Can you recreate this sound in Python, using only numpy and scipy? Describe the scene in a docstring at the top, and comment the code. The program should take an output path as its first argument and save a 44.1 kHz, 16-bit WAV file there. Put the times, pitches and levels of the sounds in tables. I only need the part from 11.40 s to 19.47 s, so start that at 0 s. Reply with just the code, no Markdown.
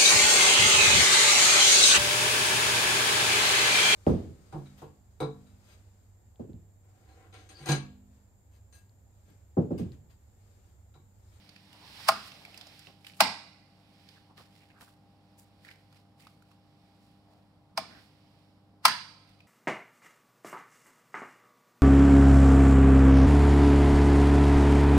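"""A laser cutter's gas valve snaps open and, a second later, shut, twice over, in a bare workshop.
Each slam of the plunger rings the valve body and the sheet-metal head and is answered by the hall.
Under it the machine idles with mains hum and cooling fans, and a soft hiss swells and fades.
Fingers tick on the fittings, shoes and hands scuff, and a padded nylon jacket rustles."""
import sys
import numpy as np
from scipy import signal
from scipy.fft import rfft, irfft, next_fast_len
from scipy.io import wavfile
from scipy.ndimage import uniform_filter1d, map_coordinates

SR = 44100
rng = np.random.default_rng(int(sys.argv[2]) if len(sys.argv) > 2 else 0)


def store_pcm(level_fs):
    """Save levels as 16-bit WAV."""
    pcm = np.round(np.clip(level_fs, -1, 1) * 32767).astype(np.int16)
    wavfile.write(sys.argv[1], SR, np.atleast_2d(pcm).T)


N = 355887


def amp(db):
    """Decibels to gain."""
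    return 10 ** (np.asarray(db) / 20)


def unit_rms(x):
    """Scaled to rms 1."""
    return x / np.sqrt(np.mean(x ** 2) + 1e-20)


def along(points, hz):
    """Interpolate (Hz, value) points on a log frequency axis."""
    knots_hz, values = np.transpose(points)
    return np.interp(np.log(hz + 1), np.log(knots_hz + 1), values)


def clock():
    """Sample times in seconds."""
    return np.arange(N) / SR


def wobble(rate_hz):
    """Smooth random curve, rate_hz knots a second."""
    knots = rng.standard_normal(int(N * rate_hz / SR) + 4)
    return map_coordinates(knots, [clock() * rate_hz])


def filtered(x, response):
    """Apply a gain given as a function of Hz."""
    size = x.shape[-1]
    padded = next_fast_len(size + SR // 10)
    return irfft(rfft(x, padded) * response(np.fft.rfftfreq(padded, 1 / SR)), padded)[..., :size]


def shape(spectrum):
    """Gain curve of a (Hz, dB) spectrum."""
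    return lambda hz: amp(along(spectrum, hz))


def resonance(centre_hz, q, stages=1):
    """Gain curve of equal resonators in series."""
    return lambda hz: 1 / np.hypot(1, q * (hz / centre_hz - centre_hz / (hz + 1))) ** stages


def strike(t, rise_s, t60_s):
    """Envelope: up 60 dB in rise_s to t = 0, then a decay."""
    return amp(-60 * np.maximum(-t / rise_s, t / t60_s))


def swell(peak_s, rise_db_per_s, hold_s, fall_db_per_s):
    """Envelope: climbs until peak_s, holds, sinks."""
    t = clock() - peak_s
    return amp(-np.maximum(0, np.maximum(-t * rise_db_per_s, (t - hold_s) * fall_db_per_s)))


def add(track, start_s, sound):
    """Mix a sound into the track."""
    part = track[:, max(round(start_s * SR), 0):]
    part[:, :sound.shape[-1]] += sound[:, :part.shape[-1]]


# Likeness of the two channels. Each row: frequency in Hz, left-right correlation.
STEREO_CORRELATION = [(100, 0.99), (300, 0.67), (700, 0.69), (1200, .7), (2000, .05), (3600, -0.54),
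                      (5000, 0.85), (9000, -0.29)]

def noise(gain, size=N):
    """Coloured stereo noise of rms 1; channel correlation varies with frequency."""
    def mid_side_gain(hz):
        angle = np.arccos(np.clip(along(STEREO_CORRELATION, hz), -1, 1)) / 2
        return gain(hz) * np.array([np.cos(angle), np.sin(angle)])
    mid, side = filtered(rng.standard_normal((2, size)), mid_side_gain)
    return unit_rms(np.array([mid + side, mid - side]))


# Mains harmonics and fan tones. Each row: frequency in Hz, level in dB.
HUM_TONES = [(100, -64.5), (150, -71), (187.5, -70.5), (200, -72), (250, -76), (300, -69), (400, -82),
             (500, -80), (548, -83.5), (600, -80), (700, -78.5), (900, -85)]
# Course of the whine. Each row: time in seconds, level in dB.
WHINE_LEVELS = [(0, -79), (1.5, -73.5), (2.5, -75), (3.5, -72.5), (4.4, -75), (5.5, -74.5), (6.2, -77.5),
                (8, -78.5)]
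# Fan rush, and the shared hiss and fizz. Each row: frequency in Hz, density in dB.
FAN_SPECTRUM = [(12, -58.5), (20, -21.5), (43, -11), (70, -7.5), (103, -9.5), (123, -4.5), (192, -1.5),
                (226, -8.5), (306, -12), (325, -16), (775, -15), (840, -15.5), (910, -16.5), (1050, -18.5),
                (2500, -35.5), (3250, -61.5), (5500, -120)]
HISS_SPECTRUM = [(600, -22.5), (1200, -5.5), (2200, 2), (3200, 2), (4700, 2), (5500, -1.5), (6400, -17),
                 (9000, -38)]
FIZZ_SPECTRUM = [(2500, -27.5), (5000, -9.5), (7000, 1), (9000, 2.5), (12000, 0.5), (15500, -3.5)]

def idling_machine(hum_db=-3, whine_hz=800, fans_db=-65, vent_db=-82, fizz_db=-86):
    """Mains and fan tones waver over the rush of cooling air; a whine swells and recedes."""
    t = clock()
    def tone(hz):
        waver = np.sqrt(2) * amp(0.6 * wobble(3))
        return waver * np.sin(2 * np.pi * (hz * t + rng.random()) + 0.15 * wobble(3))
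    hum = amp(hum_db) * sum(amp(db) * tone(hz) for hz, db in HUM_TONES)
    whine = amp(np.interp(t, *np.transpose(WHINE_LEVELS))) * tone(whine_hz)
    fans = amp(fans_db) * noise(shape(FAN_SPECTRUM))
    vent = amp(vent_db) * noise(shape(HISS_SPECTRUM)) + amp(fizz_db) * noise(shape(FIZZ_SPECTRUM))
    return hum + whine + fans + vent


# Swells of hiss. Each row: peak in seconds, level in dB, rise in dB/s, hold in seconds, fall in dB/s.
HISS_SWELLS = [(0.02, -66, 30, 0.045, 22), (0.652, -50, 48, .04, 35), (1.164, -61.5, 43.5, 0.31, 116),
               (2.72, -66, 25, 0.026, 66.5), (3.918, -76.5, 14, .5, 24), (5.427, -76, 13.5, 0.25, 16),
               (6.498, -65.5, 199.5, 0.099, 87.5), (6.75, -74.5, 40.5, .25, 33.5)]

def soft_hiss(hiss_db=3, fizz_db=-6.5, rumble_db=-11, rumble_hz=78):
    """A soft hiss swells and fades, with a fine fizz above it and a low rumble."""
    power = sum((amp(db) * swell(peak_s, *course)) ** 2 for peak_s, db, *course in HISS_SWELLS)
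    hiss = amp(hiss_db) * noise(shape(HISS_SPECTRUM))
    fizz = amp(fizz_db + 0.6 * wobble(36)) * noise(shape(FIZZ_SPECTRUM))
    flutter = amp(0.19 * wobble(17))
    rumble = amp(rumble_db) * noise(resonance(rumble_hz, q=2.2))
    return np.sqrt(power) * (flutter * (hiss + fizz) + rumble)


# Finger taps. Each row: time in seconds, level in dB, resonance in Hz, treble in dB.
FINGER_TICKS = [(0.092, -44.5, 4640, -21), (0.1616, -41.5, 2410, -29), (0.3295, -46.5, 2860, -11),
                (0.4785, -48.5, 3504, -29), (0.9192, -37.5, 2740, -33), (1.051, -41, 2300, -15),
                (1.1442, -45, 2680, -12), (1.176, -40, 4960, -8), (1.2115, -36.5, 3470, -20),
                (1.27, -45.5, 5100, -11), (1.3934, -47, 4940, -6), (1.4705, -42.5, 2820, -31),
                (1.6473, -43.5, 2550, -27), (1.6676, -38, 2970, -12.5), (1.698, -46.5, 2300, -31),
                (1.7354, -48.5, 2540, -21), (2.6888, -45.5, 4570, -18.5), (2.9786, -46.5, 1860, -17.5),
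                (3.4095, -45.5, 1460, -12.5), (4.2485, -48.5, 1896, -14), (4.2878, -45.5, 2254, -36.5),
                (4.3126, -43, 2043, -20.5), (4.5269, -52.5, 1160, -14), (4.8699, -44.5, 1250, -16.5),
                (5.023, -56.5, 1420, -8), (5.115, -55, 1130, -14), (8.0047, -51, 2505, -22)]

def finger_ticks(body_db=-4, hiss_db=-9, fizz_db=1, lead_s=0.01, rise_s=0.002):
    """A finger taps a fitting: a short resonance with a bright edge."""
    out = np.zeros((2, N))
    t = np.arange(SR // 2) / SR - lead_s
    for at_s, db, hz, treble_db in FINGER_TICKS:
        body = amp(body_db) * strike(t, rise_s, t60_s=0.03) * noise(resonance(hz, q=15), len(t))
        hiss = amp(hiss_db) * noise(shape(HISS_SPECTRUM), len(t))
        fizz = amp(fizz_db + treble_db) * noise(shape(FIZZ_SPECTRUM), len(t))
        edge = strike(t, rise_s, t60_s=0.032) * (hiss + fizz)
        add(out, at_s - lead_s, amp(db) * (body + edge))
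    return out


# Hall decay. Each row: frequency in Hz, T60 in seconds.
HALL_DECAY = [(200, 0.24), (800, 0.33), (1800, 0.36), (3200, 0.37), (5000, 0.42), (8000, .36),
              (15000, 0.18)]
# Wall reflection. Each row: frequency in Hz, gain in dB.
WALL_SPECTRUM = [(200, 1.5), (650, -2.5), (880, -3), (1300, -3), (1900, 0), (3000, -1), (4500, 0.5),
                 (7000, -3.5), (15000, -8)]

def hall(x, late_db=-18, late_t60_s=1.1, build_s=0.01):
    """Reflections: a dense tail that builds up, and a weak long one from the far end."""
    hz, t, bins = signal.stft(noise(np.ones_like, SR), SR, nperseg=256)
    dense = amp(-60 * t / along(HALL_DECAY, hz)[:, None])
    late = amp(late_db - 60 * t / late_t60_s) * shape(WALL_SPECTRUM)(hz)[:, None]
    arrivals = 1 - np.exp(-(np.arange(SR) / SR / build_s) ** 2)
    tail = signal.istft(bins * (dense + late), SR, nperseg=256)[1][:, :SR] * arrivals
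    tail = filtered(unit_rms(tail) / np.sqrt(SR), shape(WALL_SPECTRUM))
    return signal.fftconvolve(x, tail, axes=1)[:, :x.shape[-1]]


# Shoe and hand scuffs. Each row: middle in seconds, level in dB, half length in seconds,
# centre in Hz, weight in dB.
SCUFF_STROKES = [(0.52, -62.5, 0.25, 901, -3.5), (1.101, -65, 0.29, 700, -0.5), (1.49, -72, 0.02, 1090, 14),
                 (2.771, -65.5, 0.015, 1580, -2.5), (2.91, -62.5, 0.015, 850, -3),
                 (3.0, -59, 0.026, 1172, 0.5), (3.227, -62.5, 0.02, 2400, -13), (3.31, -65, 0.013, 2300, 0),
                 (3.369, -66.5, 0.03, 1405, -4.5), (3.421, -57, 0.017, 1150, -1.5),
                 (3.482, -63, 0.0096, 1278, -7), (4.289, -57, 0.035, 1867, -9),
                 (4.845, -66.5, 0.038, 2300, -3), (5.934, -68.5, 0.074, 750, -8),
                 (6.545, -58.5, 0.057, 1594, -2)]
# Dull body of a scuff. Each row: frequency in Hz, density in dB.
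SOLE_SPECTRUM = [(30, -23.5), (90, -4), (280, -1.5), (420, -8.5), (800, -6), (1500, -22), (3000, -40.5)]

def scuffs(grit_db=4):
    """Shoes and hands rub: gritty friction with dull weight behind it."""
    out = np.zeros((2, N))
    t = np.arange(SR // 2) / SR
    for middle_s, db, half_s, hz, weight_db in SCUFF_STROKES:
        roughness = unit_rms(uniform_filter1d(rng.standard_normal(len(t)), size=130))
        grit = unit_rms(amp(grit_db * roughness))
        rub = grit * noise(resonance(hz, q=2.2, stages=2), len(t))
        weight = amp(weight_db) * noise(shape(SOLE_SPECTRUM), len(t))
        stroke = np.exp(-((t - t.mean()) / half_s) ** 4)
        add(out, middle_s - t.mean(), amp(db) * stroke * (rub + weight))
    return out


def ringing(modes, t, tint_db=np.zeros_like):
    """Struck metal: decaying modes, neighbours in opposite sign, high ones out of step left to right."""
    hz, db, t60_s = np.transpose(modes)[:, :, None]
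    age_s = np.maximum(t, 0)
    signs = (-1) ** np.arange(len(hz))[:, None]
    gains = signs * amp(db + tint_db(hz) + rng.normal(0, 0.97, hz.shape))
    skew_rad = np.multiply.outer([1, -1], hz / 5500)
    waves = gains * amp(-60 * age_s / t60_s) * np.sin(2 * np.pi * hz * age_s + skew_rad)
    return waves.sum(axis=1) * (1 - np.exp(-age_s / 0.0003))


# Cutting head modes. Each row: frequency in Hz, level in dB, T60 in seconds.
HEAD_MODES = [(656, -3.5, .085), (774.4, -5.5, 0.068), (834, -3.5, 0.033), (1066.3, -1.5, .06),
              (1232, -3.5, 0.05), (1367, -3, 0.039), (1580, -14.5, 0.031)]
# Knock on the head. Each row: frequency in Hz, density in dB.
KNOCK_SPECTRUM = [(400, -38), (570, -5.5), (680, -3), (1350, 1), (1700, -10.5), (3000, -41)]

def cutting_head(t, blow, focus_hz, db_per_octave, knock_db=-10, highpass_hz=520):
    """A blow favours the modes near focus_hz; the small head radiates little bass."""
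    tint_db = lambda hz: -db_per_octave * np.abs(np.log2((hz + 1) / focus_hz))
    knock = amp(knock_db) * blow * noise(lambda hz: amp(along(KNOCK_SPECTRUM, hz) + tint_db(hz)), len(t))
    highpass = signal.butter(7, highpass_hz, "high", fs=SR, output="sos")
    return signal.sosfilt(highpass, ringing(HEAD_MODES, t, tint_db) + knock)


# Valve body modes. Each row: frequency in Hz, level in dB, T60 in seconds.
VALVE_MODES = [(1960, -12, 0.036), (1975, -17, 0.078), (2250, -13, .05), (2950, -19.5, 0.014),
               (4240, -18, 0.017), (4780, -14.5, 0.026), (5100, -16.5, .03), (5428, -20.5, 0.028)]
# Noisy parts of a snap. Each row: frequency in Hz, density in dB.
CRACK_SPECTRUM = [(400, -36), (580, -12.5), (900, 1), (1400, 1.5), (1800, -2), (2300, 0), (3200, -4.5),
                  (4100, -2), (4900, 1.5), (5600, -4.5), (6500, -15), (9000, -38)]
SIZZLE_SPECTRUM = [(4500, -42), (6500, -4.5), (7200, -6), (8800, 2), (11000, -5.5), (13000, -7),
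                   (15500, -8.5)]
THUD_SPECTRUM = [(40, -27), (110, -7), (160, -4.5), (215, 2.5), (320, -8.5), (500, -11.5), (900, -40)]
# Plunger slams. Each row: time in seconds, head ring in dB, focus in Hz, fall-off in dB/octave, # crack,
# sizzle, thud, room and lead-in in dB, echo delay in seconds, echo in dB, # cover ring in Hz, cover ring in dB,
# left over right in dB, seat ping in dB.
VALVE_SNAPS = [(0.6871, -10, 1080, 6.5, -17.5, -23, -44.5, -13.5, -9, 0.032, -22.5, 1260, -35.5, 1, -26.5),
               (1.8060, -6, 856, 30, -11, -19.5, -38, -8.5, -27.5, 0.029, -24.5, 880, -32, 2.5, -22),
               (6.3767, -21.5, 670, 6, -25, -35, -49.5, -10, -24, 0.028, -42, 1200, -53, 3, -27),
               (7.4539, -13.5, 1220, 16.5, -10, -18.5, -45, -9, -23, 0.028, -15, 1690, -33.5, 3, -14.5)]

def valve(margin_s=0.04, lead_in_s=0.04, rise_s=0.007, ping_hz=4950, head_room_db=-4):
    """The plunger slams: the seat pings, valve, head and covers ring, and a faint echo of the snap follows."""
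    out = np.zeros((2, N))
    t = np.arange(SR) / SR - margin_s
    for (at_s, ring_db, focus_hz, db_per_octave, crack_db, sizzle_db, thud_db, room_db, lead_in_db,
         echo_s, echo_db, cover_hz, cover_db, pan_db, ping_db) in VALVE_SNAPS:
        # a brief rush of noise rises into each snap
        lead_in = amp(lead_in_db) * strike(t, lead_in_s, t60_s=rise_s)
        blow = lambda t60_s: lead_in + strike(t, rise_s, t60_s)
        head = amp(ring_db) * cutting_head(t, blow(t60_s=0.05), focus_hz, db_per_octave)
        crack = amp(crack_db) * blow(t60_s=0.055) * noise(shape(CRACK_SPECTRUM), SR)
        body = amp(crack_db) * ringing(VALVE_MODES, t)
        sizzle = amp(sizzle_db) * blow(t60_s=0.054) * noise(shape(SIZZLE_SPECTRUM), SR)
        ping = amp(ping_db) * noise(resonance(ping_hz, q=4.5, stages=2), SR)
        ping *= strike(t, rise_s, t60_s=0.024)
        gantry_thud = amp(thud_db) * noise(shape(THUD_SPECTRUM), SR)
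        gantry_thud *= strike(t - 0.014, rise_s=0.017, t60_s=0.4)
        covers = amp(cover_db) * noise(resonance(cover_hz, q=3.2, stages=2), SR)
        covers *= strike(t - 0.02, rise_s=0.03, t60_s=0.42)
        snap = (head + body + crack + sizzle + ping) * amp([[pan_db / 2], [-pan_db / 2]])
        room = amp(room_db) * hall(crack + sizzle + amp(head_room_db) * head)
        add(out, at_s - margin_s, snap + gantry_thud + covers + room)
        add(out, at_s - margin_s + echo_s, amp(echo_db) * snap)
    return out


# Jacket strokes. Each row: peak in seconds, level in dB, 60 dB attack in seconds,
# 60 dB release in seconds, relative swish in dB.
JACKET_STROKES = [(0.865, -57.5, 0.19, 0.12, 2), (1.675, -61.5, 0.25, .3, 2), (1.77, -63.5, .08, 0.31, -9),
                  (2.98, -64, .06, 0.34, 4), (3.16, -73, .45, 1.14, 3.5), (3.41, -61.5, .08, 0.39, -3.5),
                  (3.985, -60.5, 0.035, 0.23, -13.5), (4.255, -65.5, 0.18, .5, 1.5),
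                  (4.565, -73.5, .3, 0.34, 4), (4.8, -64.5, 0.067, 0.53, -1), (5.1, -80, 0.47, 0.3, 3),
                  (5.63, -77, 0.28, .7, -3.5), (5.93, -82.5, 0.34, 0.92, 2.5), (6.625, -72, .2, .35, -9.5),
                  (7.9, -77, 0.48, 1.05, 5.5)]

def jacket(fizz_db=0.5, swish_db=3, crinkle_db=2.5, hold_s=0.012):
    """Nylon crinkles as it slides: a high fizz over a lower swish."""
    fizz_gain, swish_gain = np.zeros((2, N))
    for peak_s, db, attack_s, release_s, stroke_swish_db in JACKET_STROKES:
        stroke = amp(db) * swell(peak_s, 60 / attack_s, hold_s, 60 / release_s)
        fizz_gain += stroke
        swish_gain += amp(stroke_swish_db) * stroke
    crinkle = unit_rms(amp(crinkle_db * (wobble(300) + 0.38 * wobble(60))))
    fizz = amp(fizz_db) * fizz_gain * noise(shape(FIZZ_SPECTRUM))
    swish = amp(swish_db) * swish_gain * noise(shape(HISS_SPECTRUM))
    return crinkle * (fizz + swish)


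def scene(handling_room_db=-10):
    """The machine and the work around it."""
    snaps = valve()
    handling = finger_ticks() + scuffs()
    handling += amp(handling_room_db) * hall(handling)
    return snaps + handling + soft_hiss() + jacket() + idling_machine()


# Microphone port balance. Each row: frequency in Hz, left over right in dB.
PORT_BALANCE = [(300, -0.5), (700, 2), (1300, -1), (2200, -5), (3600, -7.5), (5000, -12.5), (6000, -7),
                (7500, -1.5), (12000, 3.5)]

def record(dry, top_hz=16050, taper_hz=400):
    """Two microphone ports colour the sound differently; peaks are soft-limited, the top is cut."""
    def ports(hz):
        gains = amp(np.outer([0.5, -0.5], along(PORT_BALANCE, hz)))
        return gains / np.sqrt(np.mean(gains ** 2, axis=0))
    heard = filtered(dry, ports)
    limited = heard / (1 + heard ** 6) ** (1 / 6)
    return filtered(limited, lambda hz: np.clip((top_hz - hz) / taper_hz, 0, 1))


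dry = scene()
out = record(dry)
store_pcm(out)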